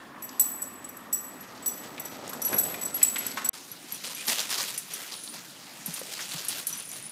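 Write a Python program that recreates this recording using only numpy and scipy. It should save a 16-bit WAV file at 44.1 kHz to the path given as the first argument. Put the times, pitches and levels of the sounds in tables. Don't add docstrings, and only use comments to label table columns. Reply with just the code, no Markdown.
import sys
import numpy as np
from scipy import signal
from scipy.io import wavfile

SR = 44100
rng = np.random.default_rng(int(sys.argv[2]) if len(sys.argv) > 2 else 0)


def inscribe(sig):
    pcm = np.round(np.clip(np.atleast_2d(sig).T, -1, 1) * 32767)
    wavfile.write(sys.argv[1], SR, pcm.astype(np.int16))


N = 313903


def amp(db):
    return 10 ** (np.asarray(db) / 20)


def rms_one(x):
    return x / np.sqrt(np.mean(x ** 2) + 1e-20)


def filtered(x, order, hz, kind):
    return signal.sosfilt(signal.butter(order, hz, kind, fs=SR, output="sos"), x)


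def resonator(hz, r):
    return [1, -2 * r * np.cos(2 * np.pi * hz / SR), r * r]


def in_time(rows):
    s, *columns = np.transpose(rows)
    return [np.interp(np.arange(N) / SR, s, c) for c in columns]


def drift(rate_hz):
    r = np.exp(-80 * np.pi * rate_hz / SR)
    noise = rng.standard_normal(N // 40 + 2002)
    slow = signal.lfilter([1], [1, -2 * r, r * r], noise)[2000:]
    return np.interp(np.arange(N) / 40, np.arange(len(slow)), rms_one(slow))


def grains(per_s, spread_db):
    size_db = spread_db * np.minimum(rng.exponential(1, N), 5)
    sizes = amp(size_db) * rng.choice([-1, 1], N)
    happens = rng.random(N) < per_s / SR
    return rms_one(sizes * happens)


def coloured(sources, spectrum, patchy_db, tilt_db=0):
    out = 0
    edges_hz = 40 * 2 ** np.arange(0, 9.1, .5)
    hz, db = np.transpose(spectrum)
    for k, (low, high) in enumerate(zip(edges_hz, edges_hz[1:])):
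        band = filtered(sources[k % 2], 2, [low, high], "band")
        mid = np.sqrt(low * high)
        level_db = np.interp(np.log(mid), np.log(hz), db)
        level_db = level_db + tilt_db * np.log2(mid / 4000)
        out = out + band * amp(level_db + patchy_db * drift(8.4))
    return rms_one(out)


def add(track, s, sound):
    i = round(s * SR)
    track[i:i + len(sound)] += sound[:N - i]


def knocks(rows, cycles, width, crumble):
    out, t = np.zeros(N), np.arange(5000) / SR
    for s, db, hz in rows:
        push = crumble * rng.standard_normal(len(t)) * amp(-60 * t * hz / cycles)
        push[0] += 1
        r = np.exp(-np.pi * width * hz / SR)
        tap = signal.lfilter([1, 0, -1], resonator(hz, r), push)
        add(out, s, amp(db) * tap / np.abs(tap).max())
    return out


# pitch_hz [Hz], level_db [relative dB per Hz]
ROOM_HUM_COLOUR = [(40, -75), (120, -9), (250, -5.5), (1100, -4), (2200, -12.5), (5000, -21),
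                   (10000, -25.5), (16000, -26)]
# pitch_hz [Hz], climb_hz_per_s [Hz/s], width_hz [Hz], level_db [dB]
HUM_RESONANCES = [(250, 0, 50, -52.5), (1030, 120, 110, -56), (1760, 100, 120, -59)]
ROOM_HUM_DB = -49


def hum():
    out = amp(ROOM_HUM_DB) * coloured(rng.standard_normal((2, N)), ROOM_HUM_COLOUR, patchy_db=2.5)
    t = np.arange(N) / SR
    for hz, climb_hz, width_hz, db in HUM_RESONANCES:
        smoothing = [1, -np.exp(-np.pi * width_hz / SR)]
        sway = signal.lfilter([1], smoothing, rng.standard_normal((2, N)))
        phase = 2 * np.pi * (hz + climb_hz * t / 2) * t
        out += amp(db) * rms_one(sway[0] * np.cos(phase) + sway[1] * np.sin(phase))
    return out


# pitch_hz [Hz], level_db [relative dB per Hz]
AIR_COLOUR = [(40, -81), (120, -3), (245, 3), (340, -6.5), (2500, -9), (5000, -8), (16000, -20.5)]
OUTDOOR_AIR_DB = -48


def outdoor_air():
    return amp(OUTDOOR_AIR_DB) * coloured(rng.standard_normal((2, N)), AIR_COLOUR, patchy_db=3.0)


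# start_s [s], end_s [s], from_hz [Hz], to_hz [Hz], level_db [dB]
SQUEAK_GLIDE = (4.18, 4.228, 2320, 2600, -40)


def squeak():
    start, end, from_hz, to_hz, db = SQUEAK_GLIDE
    part = np.clip((np.arange(N) / SR - start) / (end - start), 0, 1)
    phase = 2 * np.pi * np.cumsum(from_hz + (to_hz - from_hz) * part) / SR
    return amp(db) * np.sin(np.pi * part) * np.sin(phase)


# time_s [s], low_level_db [dB], high_level_db [dB]
SCRABBLE_LEVELS = [(0, -66, -104), (1.5, -53.5, -54.5), (2.2, -46, -49), (2.49, -43, -47.5),
                   (2.54, -34.5, -41.5), (2.66, -44.5, -49), (3.36, -51, -44)]


def scrabble():
    low_db, high_db = in_time(SCRABBLE_LEVELS)
    boom = filtered(grains(900, 1.45), 2, [150, 800], "band")
    bursts = grains(2000 * amp(6 * drift(18)), 2.6)
    scratch = filtered(bursts, 2, [1200, 6500], "band")
    return amp(low_db + 1.26 * drift(15)) * rms_one(boom) + amp(high_db) * rms_one(scratch)


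# start_s [s], peak_db [dB], pitch_hz [Hz]
PAD_LANDINGS = [(3.26, -31, 272), (4.284, -30.5, 234), (5.881, -32.5, 173), (6.015, -28.5, 526),
                (6.345, -36.5, 163)]


def pad_thuds():
    return knocks(PAD_LANDINGS, cycles=17.0, width=0.21, crumble=0.083)


# start_s [s], peak_db [dB], pitch_hz [Hz]
CLAW_TAPS_AND_TAG_TICK = [(0.292, -29, 5240), (0.395, -35, 2700), (1.577, -39, 4800), (1.98, -25, 2400),
                          (2.278, -23.5, 7100), (2.3311, -28.5, 1170), (2.333, -28, 4500),
                          (2.5299, -19.5, 1500), (2.742, -25.5, 2260), (3.017, -24.5, 2260),
                          (3.0505, -29, 2920), (3.1595, -17, 2130), (3.3152, -26.5, 4050),
                          (3.3726, -20, 1230), (3.373, -34, 2600)]


def claw_taps_and_tag_tick():
    return knocks(CLAW_TAPS_AND_TAG_TICK, cycles=130.0, width=0.35, crumble=0.15)


# start_s [s], peak_db [dB], pitch_hz [Hz]
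TWIG_SNAPS_AND_TAG_TICK = [(4.1696, -30, 2510), (4.2828, -13.5, 4630), (4.294, -14, 4940),
                           (4.3924, -18, 3500), (5.1215, -28, 4750), (5.2764, -27.5, 3800),
                           (5.9634, -29, 4100), (6.193, -25, 1850), (6.3191, -20.5, 3970),
                           (6.916, -23, 7400)]


def twig_snaps_and_tag_tick():
    return knocks(TWIG_SNAPS_AND_TAG_TICK, cycles=110.0, width=0.2, crumble=0.15)


# start_s [s], level_db [dB], length_s [s]
LEAF_SCUFFS = [(3.523, -42.5, 0.021), (3.874, -42.5, 0.064), (4.029, -35, 0.036), (4.094, -36.5, 0.016),
               (4.154, -40.5, 0.14), (4.269, -25.5, 0.049), (4.315, -34.5, 0.15), (4.373, -30, 0.016),
               (4.487, -30.5, 0.15), (4.67, -38.5, 0.092), (4.896, -40, 0.19), (5.111, -40, 0.026),
               (5.33, -39, 0.014), (5.854, -40.5, 0.073), (5.952, -37.5, 0.026), (6.019, -42.5, 0.09),
               (6.101, -38, 0.4), (6.293, -38.5, 0.11), (6.481, -35, 0.12), (6.681, -42, 0.14),
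               (6.914, -43, 0.057)]
# pitch_hz [Hz], level_db [relative dB per Hz]
CRACKLE_COLOUR = [(100, -20), (250, -8), (1500, -3.5), (4000, 1.5), (9000, -1.5), (13000, -5.5),
                  (16000, -24)]
SCUFF_RISE_S, SAG_DB_PER_S, SETTLE_DB_PER_S = 0.014, 12.5, 190
STIR_DB = -50.5


def leaves():
    t, power = np.arange(N) / SR, amp(STIR_DB) ** 2
    for s, db, length_s in LEAF_SCUFFS:
        rise = np.clip((t - s) / SCUFF_RISE_S, 0, 1)
        sag_db = SAG_DB_PER_S * np.maximum(t - s, 0)
        settle_db = SETTLE_DB_PER_S * np.maximum(t - s - length_s, 0)
        power = power + (rise * amp(db - sag_db - settle_db)) ** 2
    level_db = 10 * np.log10(power)
    clumps = amp(2.3 * drift(60))
    crackle = [grains(4500 * clumps, 4.0) for _ in range(2)]
    tilt_db = 0.039 * (level_db + 19.5)
    return amp(level_db) * coloured(crackle, CRACKLE_COLOUR, patchy_db=1.9, tilt_db=tilt_db)


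def tick(db, decay_s, clatter_db, clatter_s, t):
    shape = np.exp(-t / decay_s) + amp(clatter_db) * np.exp(-t / clatter_s)
    bright = signal.butter(1, [7000, 12000], "band", fs=SR)
    return amp(db) * signal.lfilter(*bright, rng.standard_normal(len(t))) * shape


# start_s [s], low_mode_db [dB], middle_modes_db [dB], high_modes_db [dB]
OUTDOOR_BLOWS = [(3.715, -44, -51, -34.5), (3.922, -47, -41, -28), (3.944, -39.5, -27.5, -47),
                 (4.148, -39, -45, -35), (4.268, -43, -37, -30.5), (4.502, -48, -24.5, -45),
                 (4.7416, -42, -44, -37), (4.7776, -41, -18, -39), (4.936, -36, -24, -34),
                 (5.237, -63, -30, -53), (5.86, -46, -24, -29), (5.9395, -49, -22.5, -39),
                 (5.992, -57, -29, -40), (6.448, -61, -32, -35), (6.4837, -43, -16.5, -29),
                 (6.669, -45, -16, -29), (6.693, -40, -26, -37), (6.727, -29, -35, -40),
                 (6.774, -40, -35, -37), (6.89, -42, -37.5, -39)]
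# pitch_hz [Hz], time_to_minus_60_db_s [s], level_db [dB]
OUTDOOR_MODES = [(5930, 0.098, 2), (9040, 0.017, -8), (9700, 0.066, -6), (10030, 0.038, -9),
                 (11450, 0.052, 5), (14300, 0.029, -23)]
OUTDOOR_LEVEL_COLUMN = [0, 1, 1, 1, 2, 2]
# time_s [s], level_db [dB]
JINGLE_LEVELS = [(5.08, -58), (5.16, -43.5), (5.33, -44), (5.4, -73), (6.65, -61), (6.72, -41)]
TICK_OUT_DB = -8.5


def tags_outdoors(rise_s):
    out, t = np.zeros(N), np.arange(6000) / SR
    for s, *mode_db in OUTDOOR_BLOWS:
        blow = tick(max(mode_db) + TICK_OUT_DB, 0.002, -2.5, 0.031, t)
        for (hz, t60, db_mode), column in zip(OUTDOOR_MODES, OUTDOOR_LEVEL_COLUMN):
            wave = np.sin(2 * np.pi * hz * (1 + 0.008 * rng.standard_normal()) * t)
            shape = (1 - np.exp(-t / rise_s)) * amp(-60 * t / t60)
            blow = blow + amp(mode_db[column] + db_mode) * shape * wave
        add(out, s, blow)
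    touches = grains(150, 2.0)
    jingle_db = in_time(JINGLE_LEVELS)[0]
    for hz, t60, db_mode in OUTDOOR_MODES[1:4]:
        r = amp(-60 / (t60 * SR))
        strokes = touches * amp(5 * rng.standard_normal(N)) + 1e-18
        ring = signal.lfilter([1], resonator(hz, r), strokes)
        out += amp(jingle_db + db_mode) * rms_one(ring)
    return out


# tone_7900_hz_db [dB], tone_11400_hz_db [dB], tone_5900_hz_db [dB]
INDOOR_BLOWS = [(0.2244, 0.031, -40.5, -35, -53.5), (0.398, 0.017, -15.5, -17.5, -40),
                (0.621, 0.011, -27.5, -31.5, -51), (0.8455, 0.0096, -35.5, -52, -61),
                (0.8899, 0.0063, -44, -39.5, -53), (0.9697, 0.0051, -44, -39.5, -64),
                (1.1293, 0.02, -23, -25.5, -39.5), (1.4097, 0.014, -59.5, -38.5, -59),
                (1.626, 0.033, -44, -52, -64), (1.6622, 0.022, -22.5, -25.5, -41),
                (1.9979, 0.012, -37.5, -33.5, -48), (2.0527, 0.011, -34.5, -39, -43),
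                (2.2942, 0.0081, -45, -32, -56), (2.3342, 0.0053, -36.5, -35, -52),
                (2.4196, 0.01, -38, -24, -32), (2.4503, 0.019, -34.5, -21.5, -34.5),
                (2.486, 0.0074, -30, -42, -59), (2.5265, 0.064, -45, -27, -43),
                (2.585, 0.016, -19.5, -17.5, -58), (2.636, 0.0082, -24.5, -34, -58),
                (2.8145, 0.025, -29.5, -36, -47), (2.8539, 0.013, -27, -37, -45),
                (2.9457, 0.025, -41, -25.5, -51), (3.031, 0.0078, -11.5, -18.5, -50),
                (3.1852, 0.013, -42, -25, -48), (3.2665, 0.0038, -24.5, -28.5, -42),
                (3.4474, 0.018, -26, -32.5, -43), (3.49, 0.051, -23, -17.5, -35)]
# pitch_hz [Hz], split_hz [Hz between the two tones of a pair]
INDOOR_MODES = [(7880, 45), (11410, 55), (14700, 45), (5880, 40)]
FUR_DAMPING_S = [0.022, 0.045, 0.03, 0.22]
TOP_MODE_DB = -5.5
TICK_IN_DB = -3.5


def tag_indoors(lead_s, rise_s, pair_share):
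    out, t = np.zeros(N), np.arange(12000) / SR
    rise = 1 - np.exp(-t / rise_s)
    twists = [amp(2.2 * drift(70)) * np.exp(.9j * drift(40)) for _ in INDOOR_MODES]
    for s, free_s, *main_db, low_db in INDOOR_BLOWS:
        blow = tick(max(main_db) + TICK_IN_DB, 0.005, -11.0, 0.03, t)
        start = round(s * SR)
        shapes = [rise * amp(-60 * np.maximum(t - free_s, 0) / t60) for t60 in FUR_DAMPING_S]
        levels = [*main_db, min(main_db) + TOP_MODE_DB, low_db]
        for (hz, split_hz), level, shape, twist in zip(INDOOR_MODES, levels, shapes, twists):
            beat_phase = 2 * np.pi * split_hz * t + rng.normal(-1.5, .7)
            beat = 1 + pair_share * np.exp(1j * beat_phase)
            ring = beat * twist[start:start + len(t)] * np.exp(2j * np.pi * hz * t)
            blow = blow + amp(level) * shape * np.imag(ring)
        add(out, s - lead_s, blow)
    return out


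def room(x, t60, direct_gap_s):
    t = np.arange(round(.9 * SR)) / SR
    tail = rng.standard_normal(len(t)) * amp(-60 * t / t60) * (1 - np.exp(-t / direct_gap_s))
    return signal.fftconvolve(x, tail / np.sqrt(np.sum(tail ** 2)))[:N]


# indoor_end_s [s], outdoor_start_s [s]
GAP_S = (3.494, 3.531)


def scene():
    thuds = pad_thuds()
    tag = tag_indoors(lead_s=.002, rise_s=0.002, pair_share=0.3)
    close = tag + thuds + claw_taps_and_tag_tick()
    echo = amp(-6.0) * room(close, t60=.6, direct_gap_s=.012)
    indoors = hum() + scrabble() + close + echo
    outdoors = outdoor_air() + squeak() + thuds + twig_snaps_and_tag_tick() + leaves()
    outdoors = outdoors + tags_outdoors(rise_s=0.00043)
    t = np.arange(N) / SR
    indoor_end, outdoor_start = GAP_S
    remnant = amp(-16 - 300 * (t - indoor_end)) * filtered(indoors, 4, 3000, "low")
    mono = np.select([t < indoor_end, t < outdoor_start], [indoors, remnant], outdoors)
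    return np.stack([mono, mono])


CUTOFF_HZ = 16400


def record(dry):
    thin = filtered(dry, 2, 75, "high")
    return signal.sosfilt(signal.cheby2(14, 70, CUTOFF_HZ, fs=SR, output="sos"), thin)


dry = scene()
out = record(dry)
inscribe(out)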